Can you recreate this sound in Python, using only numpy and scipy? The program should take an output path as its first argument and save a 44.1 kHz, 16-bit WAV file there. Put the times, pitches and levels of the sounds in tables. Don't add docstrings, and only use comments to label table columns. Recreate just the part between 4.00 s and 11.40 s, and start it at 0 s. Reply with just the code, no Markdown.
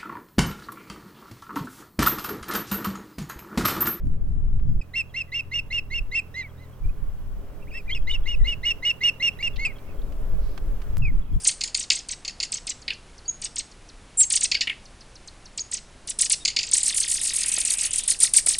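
import sys
import numpy as np
from scipy import signal
from scipy.fft import rfft, irfft, next_fast_len
from scipy.io import wavfile
from scipy.ndimage import uniform_filter1d, map_coordinates

SR = 44100
rng = np.random.default_rng(int(sys.argv[2]) if len(sys.argv) > 2 else 0)


def unload_wav(signal):
    wavfile.write(
        sys.argv[1],
        SR,
        np.round(np.clip(np.atleast_2d(signal).T, -1, 1) * 32767).astype(np.int16),
    )


def linear_from_db(decibels):
    return 10 ** (np.asarray(decibels, float) / 20)


N = 326340

# register break in seconds, low lead-in in seconds,
# high arc in seconds, crest in Hz, level in dB.
CALLER_CHIRPS = [(.956, 0.022, 0.063, 2737.5, -24.5), (1.163, 0.026, 0.062, 2753.5, -28),
                 (1.343, .027, 0.068, 2778.5, -26), (1.539, 0.029, 0.063, 2830, -25),
                 (1.727, 0.026, 0.071, 2807, -25), (1.94, 0.041, 0.057, 2784.5, -27),
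                 (2.149, 0.038, 0.053, 2719.5, -23), (3.919, 0.028, 0, 0, -24),
                 (4.097, 0.028, 0.069, 2957, -25), (4.277, 0.023, 0.076, 2886, -28.5),
                 (4.471, 0.03, 0.072, 2882.5, -25.5), (4.653, 0.024, 0.071, 2878.5, -21.5),
                 (4.851, 0.03, 0.066, 2874, -19.5), (5.035, 0.031, 0.065, 2852, -17.5),
                 (5.225, .029, 0.069, 2818, -19.5), (5.428, 0.003, 0.056, 2810, -23.5),
                 (5.65, 0.077, 0.0026, 0, -22.5)]
# start in seconds, length in seconds, crest in Hz, level in dB.
UNBROKEN_CHIRPS = [
    (2.342, 0.089, 2128, -28.5),
    (2.579, 0.079, 2090, -55),
    (3.715, 0.094, 2734, -35.5),
]
# start and length in seconds, from Hz, to Hz, level in dB.
VOICE_CRACKS = [
    (3.912, 0.031, 2974, 3400, -32),
    (4.116, 0.02, 3630, 3694, -36),
]
# start and length in seconds, from Hz, to Hz, level in dB.
FALLING_ENDS = [
    (.811, 0.02, 2634, 2450, -36),
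    (3.949, 0.035, 2880, 2480, -31.5),
    (5.65, 0.038, 2730, 2360, -22.5),
]
# start and length in seconds, from Hz, to Hz, level in dB.
TIRED_LEADS = [
    (5.389, 0.049, 1894, 2500, -36.5),
]
# start and length in seconds,
# from Hz, to Hz, level in dB.
MATE_WHISTLES = [(1.275, .042, 2000, 1863, -58), (2.426, 0.059, 2380, 1891, -41.5),
                 (2.835, .035, 2270, 2340, -59), (2.885, .03, 2380, 2480, -57),
                 (3.601, .054, 2360, 2320, -64.5), (3.619, .023, 2620, 2627, -54),
                 (3.669, .033, 1840, 2851, -53.5), (3.703, .018, 3000, 2206, -49.5),
                 (3.742, 0.033, 1780, 1920, -42.5), (3.858, .026, 1840, 2100, -56),
                 (3.88, .038, 2400, 2150, -37.5), (4.39, .055, 2000, 1796, -54.5),
                 (5.326, .024, 2910, 3520, -59), (5.686, .041, 2300, 1910, -41),
                 (5.761, .084, 2230, 2330, -64), (7.022, .085, 2700, 1987, -33.5)]
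# share of length, pitch in Hz, level in dB.
LEAD_SHAPE = [(0.079, 1876, -21), (.35, 2020, -4.5), (.6, 2110, -4), (1, 2160, -0.5)]
# share of length, pitch over crest, level in dB.
ARC_SHAPE = [(0, .965, -3.5), (.25, .998, 0.5), (.68, 1, -1.5), (.82, 0.95, 0.5), (1, 0.92, -3.5)]
# share of length, pitch over crest, level in dB.
UNBROKEN_SHAPE = [(0, .87, -14), (.28, .96, -5.5), (.57, 0.98, -1), (.79, .955, -4), (1, 0.87, -15)]
# share of length, pitch over the straight line, level in dB.
GLIDE_SHAPE = [(0, 1, -6), (.45, 1.03, 2), (1, 1, -16.5)]
FALL_SHAPE = [(0, 1, 0.5), (.4, 0.98, -1), (1, 1, -20.5)]
CRACK_SHAPE = [(0, 1, -2.5), (.45, 1, -1), (1, 1, -1.5)]
# time in seconds, amount in dB.
HOARSENESS = [(3.6, 0), (3.75, 3), (3.95, 4.5), (4.15, 2.5), (4.3, 2.5), (4.5, 1.5), (5.3, -3.5),
              (5.6, 2.5)]
LOW_OVERTONES = [-14, -21, -34, -51]
HIGH_OVERTONES = [-22.5, -27, -32.5, -49]
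MATE_OVERTONES = [-34.5, -47]
# centre in Hz, width in Hz, then a list of mixtures,
# each a multiple of the note, plus or minus the buzz, level in dB.
BUZZ_UNDER_HIGH = (2180, 290, [(0, 1, -22), (1, 1, -31), (2, -1, -29), (2, 1, -36), (3, -1, -41),
                   (4, 1, -50)])
BUZZ_UNDER_LOW = (2750, 170, [(0, 1, -24), (1, 1, -30), (2, 1, -38), (3, -1, -35)])
# frequency in Hz, level in dB.
BEAK_COLOUR = [(3700, 12), (4100, -5), (4500, -3.5), (5200, 2), (5700, 0), (5950, -11.5), (7700, 4.5),
               (8400, -8), (9000, -11), (16000, -8)]
# centre in Hz, width in Hz, level in dB.
THROAT_RESONANCES = [(2310, 2400, -4.5), (3770, 1400, -4.5), (6900, 2000, -7.5), (12500, 7000, -19.5)]
# frequency in Hz, seconds to fall by 60 dB.
TREE_FADE = [(1500, 0.49), (3000, 0.31), (6000, 0.3), (12000, 0.07)]
# start in seconds, pitch in Hz, level in dB.
PEEPS = [(1.094, 3360, -59.5), (2.49, 3370, -62), (2.727, 3300, -63), (4.019, 3280, -58),
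         (4.233, 3360, -56), (5.532, 3470, -57), (5.756, 3360, -55.5), (5.985, 3350, -60),
         (7.215, 3500, -62), (7.255, 3300, -65), (7.33, 3400, -61)]
# peak in seconds, half width in seconds, thump in dB.
GUSTS = [(0.082, 0.057, -17.5), (.3, 0.19, -21), (.55, 0.11, -20), (.76, 0.12, -17.5), (1.751, 0.23, -38.5),
         (2.021, 0.085, -27), (2.87, 0.039, -15), (3.06, 0.076, -24), (3.3, 0.18, -31.5),
         (3.65, 0.11, -38.5), (3.88, 0.14, -32), (4.01, 0.059, -19.5), (4.201, .12, -20),
         (4.42, 0.062, -14.5), (4.62, 0.18, -36.5), (5.581, 0.13, -27), (6.051, 0.16, -28.5),
         (6.37, 0.14, -18.5), (6.7, 0.099, -22), (6.95, 0.1, -22.5), (7.019, 0.17, -18),
         (7.172, 0.049, -21.5), (7.346, 0.033, -14)]
# level in dB under a thump of -30 dB, growth in dB per dB of thump.
SHOT_FLUTTER = [
    (-47.5, 1.61),
    (-45, 0.576),
    (-39.5, 0.88),
]
# frequency in Hz, density in dB per Hz.
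THUMP_COLOUR = [(5, 23), (15, 18), (30, 18.5), (50, 7.5), (70, 2), (110, -64.5)]
FLUTTER_COLOUR = [(30, -41), (60, 1.5), (80, 0.5), (150, -5.5), (220, -17), (350, -25.5), (700, -70)]
# start in seconds, peak in dB,
# centre in Hz, width in octaves, length in seconds.
CREAKS = [(0.137, -49, 1480, 0.92, 0.0083), (0.596, -44.5, 1300, 1.25, 0.0083),
          (3.276, -62, 1400, 1.1, 0.0069), (5.37, -39, 1930, 0.59, 0.0065), (5.559, -32, 3270, 0.67, 0.014),
          (5.667, -35, 800, 0.88, 0.0096), (5.783, -45, 3470, 0.33, 0.01),
          (5.903, -67.5, 5020, 0.77, 0.0065), (6.016, -47, 3780, 0.31, 0.0071),
          (6.121, -41.5, 1790, 1.6, 0.0075), (6.388, -53, 4400, 0.4, 0.22),
          (6.576, -28, 1468, 1.59, 0.0067), (6.817, -37, 1800, 1.6, 0.0079),
          (6.974, -37.5, 9300, 2.3, 0.00077), (6.9787, -36.5, 8420, 1.5, 0.0075),
          (7.205, -60, 3240, 0.38, 0.12), (7.395, -64, 3080, 1.5, 0.0031)]
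# time in seconds, firing rate in Hz, level in dB.
ENGINE_PATH = [
    (0.83, 43.38, -50.5),
    (2.37, 41.02, -50.5),
    (6.9, 42, -53),
]
# multiple of the firing rate, level in dB.
ENGINE_ORDERS = [(1, -12), (2, 0), (3, -2), (4, -10), (5, -11)]
# surf in dB, leaves in dB, circuit hiss in dB at the start,
# creep of the automatic gain in dB per second.
SHOT_AIR = [
    (-56.5, -65, -81.5, -2.5),
    (-56.5, -62, -70, 1.0945),
    (-54.5, -57.5, -67.5, -7),
]
# peak in seconds, half width in seconds, rise in dB.
BREAKERS = [
    (3.5, 0.21, 3.5),
    (6.25, 0.41, 4.5),
]
# frequency in Hz, density in dB per Hz.
SURF_COLOUR = [(90, -38.5), (150, -3.5), (230, -5.5), (290, -1.5), (355, -10.5), (410, 0), (470, -8),
               (560, -4.5), (700, -12.5), (1200, -29.5), (2600, -120)]
LEAVES_COLOUR = [(400, -28), (700, -5.5), (1100, -3), (1600, -8.5), (1850, -12), (3200, -15.5), (4500, -33),
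                 (9000, -120)]
HISS_COLOUR = [(2000, -35.5), (3500, -4), (5000, -3), (8000, -5), (11200, -4.5), (11400, -2.5),
               (14000, -2.5), (16400, -2)]
# frequency in Hz, likeness from 0 to 1.
ALIKE = [(60, .45), (130, 0.99), (290, 0.87), (640, .5), (1400, 0.65), (3100, 0.74), (6800, 0.028),
         (11000, .05)]
# frequency in Hz, left minus right in dB.
PORT_LEAN = [(60, 0.5), (180, -3.5), (550, -3), (1650, -4), (4970, 0), (15000, -1.5)]
CUTS = [.8065, 6.9703]


def raptors():
    leads, arcs = chirps()
    low, low_effort = whistles(leads, LOW_OVERTONES, .0015, BUZZ_UNDER_LOW)
    high, high_effort = whistles(arcs, HIGH_OVERTONES, .0015, BUZZ_UNDER_HIGH)
    flip, flip_effort = whistles(glides(VOICE_CRACKS, CRACK_SHAPE), MATE_OVERTONES[:1], .0016)
    t = np.arange(N) / SR
    cracked = sum(1. * (t > s) * (t < s + length) for s, length, *_ in VOICE_CRACKS)
    duck = linear_from_db(-15 * uniform_filter1d(cracked, size=200))

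    def throat(f):
        return sum(linear_from_db(db) * (f * w / np.abs(c * c - f * f + 1j * f * w)) ** 2
                   for c, w, db in THROAT_RESONANCES)

    breath = unit(filtered(rng.standard_normal(N), throat))
    effort = low_effort + high_effort + flip_effort
    rasp = breath * linear_from_db(-27.5 - .2 * curves(HOARSENESS)[0]) * effort
    mate = whistles(glides(MATE_WHISTLES), MATE_OVERTONES, edge=.002)[0]
    return low + high * duck + flip + rasp + mate


def chirps():
    lead_db, lead_follows = -29, .43
    bow_hz_per_s = 2100
    sag, slack_db = .013, 2.6
    break_hz = 2400
    low, high = glides(TIRED_LEADS), glides(FALLING_ENDS, FALL_SHAPE)
    for s, lead, length, crest, db in CALLER_CHIRPS:
        if lead > 0:
            rows = shaped(LEAD_SHAPE, s - lead, lead, lambda u: 1, lead_db + lead_follows * (db + 25))
            bow = bow_hz_per_s * (lead - .03)
            low.append([(t, hz + 4 * u * (1 - u) * bow, g)
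                        for (t, hz, g), (u, *_) in zip(rows, LEAD_SHAPE)])
        if length > 0:
            hoarse = max(np.interp(s, *np.transpose(HOARSENESS)), 0)
            arc = []
            for t, hz, g in shaped(ARC_SHAPE, s, length, lambda u: crest, db):
                tiring = hoarse * ((t - s) / length) ** 3
                arc.append((t, hz * (1 - sag * tiring), g - slack_db * tiring))
            high.append(arc)
    for s, length, hz, db in UNBROKEN_CHIRPS:
        register = low if hz < break_hz else high
        register.append(shaped(UNBROKEN_SHAPE, s, length, lambda u: hz, db))
    return low, high


def glides(rows, template=GLIDE_SHAPE):
    return [shaped(template, s, length, lambda u: a + (b - a) * u, db) for s, length, a, b, db in rows]


def shaped(template, start, length, hz, db):
    return [(start + u * length, p * hz(u), db + g) for u, p, g in template]


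def whistles(notes, overtones_db, edge, under=None):
    sound, loud = np.zeros(N), np.zeros(N)
    hoarse = curves(HOARSENESS)[0]
    flutter = wobble(130) * linear_from_db(2.5 * hoarse)
    waver = wobble(130) * linear_from_db(2 * hoarse)
    shimmer = [wobble(110) for _ in overtones_db]
    other, mixing = (buzz(*under[:2]), under[2]) if under else (None, [])
    for note in notes:
        s, hz, db = np.transpose(note)
        i = np.arange(round((s[0] - edge) * SR), round((s[-1] + edge) * SR))
        smooth = np.polyfit(s - s[0], hz, deg=(len(s) + 1) // 2)
        pitch = np.polyval(smooth, i / SR - s[0]) * (1 + .004 * waver[i])
        phase = 2 * np.pi * np.cumsum(pitch) / SR
        fade = np.clip(np.minimum(i - i[0], i[-1] - i) / (2 * edge * SR), 0, 1)
        level = uniform_filter1d(linear_from_db(np.interp(i / SR, s, db)), size=130) * fade * linear_from_db(.9 * flutter[i])
        strain_db = min(.45 * abs(db.max() + 26), 6)
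        tone = np.sin(phase)
        for k, g in enumerate(overtones_db, start=2):
            colour_db = along(BEAK_COLOUR, k * pitch) + 5 * np.tanh(shimmer[k - 2][i])
            tone = tone + linear_from_db(g + strain_db + colour_db) * np.sin(k * phase)
        for k, sign, g in mixing:
            partner = other[i] if sign > 0 else other[i].conj()
            tone = tone + linear_from_db(g + strain_db) * np.real(np.exp(1j * k * phase) * partner)
        sound[i] += np.sqrt(2) * level * tone
        loud[i] += level
    return sound, loud


def buzz(centre_hz, width_hz):
    shape = lambda f: np.exp(-((f - centre_hz) / width_hz) ** 2) * np.array([[1], [-1j]])
    real, imag = unit(filtered(rng.standard_normal(N), shape))
    return (real + 1j * imag) / np.sqrt(2) * linear_from_db(curves(HOARSENESS)[0])


def trees(x):
    hz, t, z = signal.stft(rng.standard_normal((2, SR)), SR, nperseg=256)
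    fade_db = -60 * t / along(TREE_FADE, hz)[:, None] + 4 * rng.standard_normal(len(t))
    tail = signal.istft(z * linear_from_db(fade_db), SR, nperseg=256)[1]
    t = np.arange(tail.shape[1]) / SR
    near = rng.standard_normal(tail.shape) * linear_from_db(-60 * t / .1)
    bank = rng.standard_normal(tail.shape) * linear_from_db(-60 * np.abs(t - .238) / .14)
    bank = uniform_filter1d(bank, size=5, axis=1)
    parts = [(-26, tail), (-16, near), (-37, bank)]
    space = sum(linear_from_db(db) * part / np.linalg.norm(part[0]) for db, part in parts)
    return signal.fftconvolve(x[None], space, axes=1)[:, :N]


def songbirds():
    length, fall = .023, .88
    rows = [(s, length, hz, hz * fall, db) for s, hz, db in PEEPS]
    return whistles(glides(rows), [-30], edge=.004)[0]


def wind():
    calm_db = -46
    t, shot = np.arange(0, N, 50) / SR, shots()[0][::50]
    gusts = sum(linear_from_db(db) * np.exp(-((t - s) / half) ** 2) * (shot == np.searchsorted(CUTS, s))
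                for s, half, db in GUSTS)
    thump_db = 20 * np.log10(linear_from_db(calm_db) + gusts)
    base_db, growth = np.array(SHOT_FLUTTER)[shot].T
    flutter_db = base_db + growth * (thump_db + 30)
    thump_db, flutter_db = curves(np.transpose([t, thump_db, flutter_db]))
    thump = rush(THUMP_COLOUR, [(30, .59)], patchy_db=-2)
    power = uniform_filter1d(thump ** 2, size=3500).mean(axis=0)
    thump = unit(thump / (power + .063) ** .43)
    lumps = linear_from_db(.28 * np.array([wobble(32), wobble(16)]) + .63 * wobble(20))
    flutter = unit(lumps * rush(FLUTTER_COLOUR, [(100, .15)], patchy_db=2.5))
    return linear_from_db(thump_db) * thump + linear_from_db(flutter_db) * flutter


def creaks():
    out, t = np.zeros((2, N + SR)), np.arange(8192) / SR
    hz = np.fft.rfftfreq(8192, 1 / SR) + 1
    for s, db, centre_hz, octaves, length in CREAKS:
        band = np.exp(-(np.log2(hz / centre_hz) / octaves) ** 2)
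        noise = [[1, -.12], [1, -1.6]] @ rng.standard_normal((2, 8192))
        burst = unit(irfft(rfft(noise) * band))
        u = t / max(length, .0003) * 3
        start = round(s * SR)
        out[:, start:start + 8192] += linear_from_db(db - .9) * burst * u * np.exp(-u)
    return out[:, :N]


def engine():
    hz, db = curves(ENGINE_PATH)
    phase = 2 * np.pi * np.cumsum(hz) / SR
    drone = sum(linear_from_db(g + 1.6 * wobble(3.1)) * np.sin(k * phase + .27 * wobble(2.8))
                for k, g in ENGINE_ORDERS)
    t = np.arange(N) / SR
    return np.sqrt(2) * linear_from_db(db) * drone * (t > CUTS[0]) * (t < CUTS[1])


def air():
    shot, since = shots()
    surf_db, leaves_db, hiss_db, creep = np.array(SHOT_AIR)[shot].T
    t = np.arange(N) / SR
    swell = .7 * wobble(4) + sum(db * np.exp(-((t - s) / half) ** 2) for s, half, db in BREAKERS)
    surf = linear_from_db(surf_db + swell) * rush(SURF_COLOUR, ALIKE, patchy_db=0.0)
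    leaves = linear_from_db(leaves_db + .72 * wobble(10.0)) * rush(LEAVES_COLOUR, ALIKE, patchy_db=-.5)
    hiss = linear_from_db(hiss_db + 4.5) * rush(HISS_COLOUR, ALIKE, patchy_db=1.0)
    return linear_from_db(creep * since) * (surf + leaves + hiss)


def rush(spectrum, alike, patchy_db):
    z = signal.stft(rng.standard_normal((2, N)), nperseg=512)[2]
    field = uniform_filter1d(rng.standard_normal(z.shape[1:]), size=5, axis=0)
    field = uniform_filter1d(field, size=12, axis=1)
    pair = signal.istft(z * linear_from_db(patchy_db * unit(field)), nperseg=512)[1][:, :N]

    def spread(hz):
        turn = np.arccos(np.clip(along(alike, hz), -1, 1)) / 2
        return linear_from_db(along(spectrum, hz)) * [np.cos(turn), np.sin(turn)]

    mid, side = filtered(pair, spread)
    return unit(np.array([mid + side, mid - side]))


def shots():
    t = np.arange(N) / SR
    shot = np.searchsorted(CUTS, t)
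    return shot, t - np.array([0, *CUTS])[shot]


def wobble(rate):
    coarse = np.arange(0, N + 32, 32)
    knots = rng.standard_normal(int(N * rate / SR) + 4)
    return np.interp(np.arange(N), coarse, map_coordinates(knots, [coarse * rate / SR]))


def curves(rows):
    s, *cols = np.transpose(rows)
    return [np.interp(np.arange(N) / SR, s, c) for c in cols]


def along(points, hz):
    f, v = np.transpose(points)
    return np.interp(np.log(hz + 1), np.log(f + 1), v)


def filtered(x, response):
    m = next_fast_len(N + SR // 2)
    return irfft(rfft(x, m) * response(np.fft.rfftfreq(m, 1 / SR)), m)[..., :N]


def unit(x):
    return x / np.sqrt(np.mean(x ** 2) + 1e-20)


def scene():
    birds = raptors() + songbirds()
    far = birds + trees(birds) + air() + engine()
    sides = np.array([[1], [-1]])
    lead = lambda hz: np.exp(2j * np.pi * hz * sides * 2.4e-5)
    lean = lambda hz: linear_from_db(along(PORT_LEAN, hz) / 2 * sides)
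    return filtered(filtered(far, lead) + wind() + creaks(), lean)


def low_pass(x):
    return signal.sosfilt(signal.butter(12, 17850, fs=SR, output="sos"), x)


def record(dry):
    top_hz, mono_hz = 16550, 11300
    t = np.arange(N) / SR
    dip = np.clip(np.abs(t - CUTS[0] - .002) / .016, .05, 1)
    step = .042 * np.sign(t - CUTS[1]) * np.exp(-np.abs(t - CUTS[1]) / .00048)
    joined = filtered(dry * dip + step, lambda hz: hz < top_hz)
    side = filtered((joined[0] - joined[1]) / 2, lambda hz: np.where(hz < mono_hz, 0, .8))
    return low_pass(joined - [side, -side])


dry = scene()
out = record(dry)
unload_wav(out)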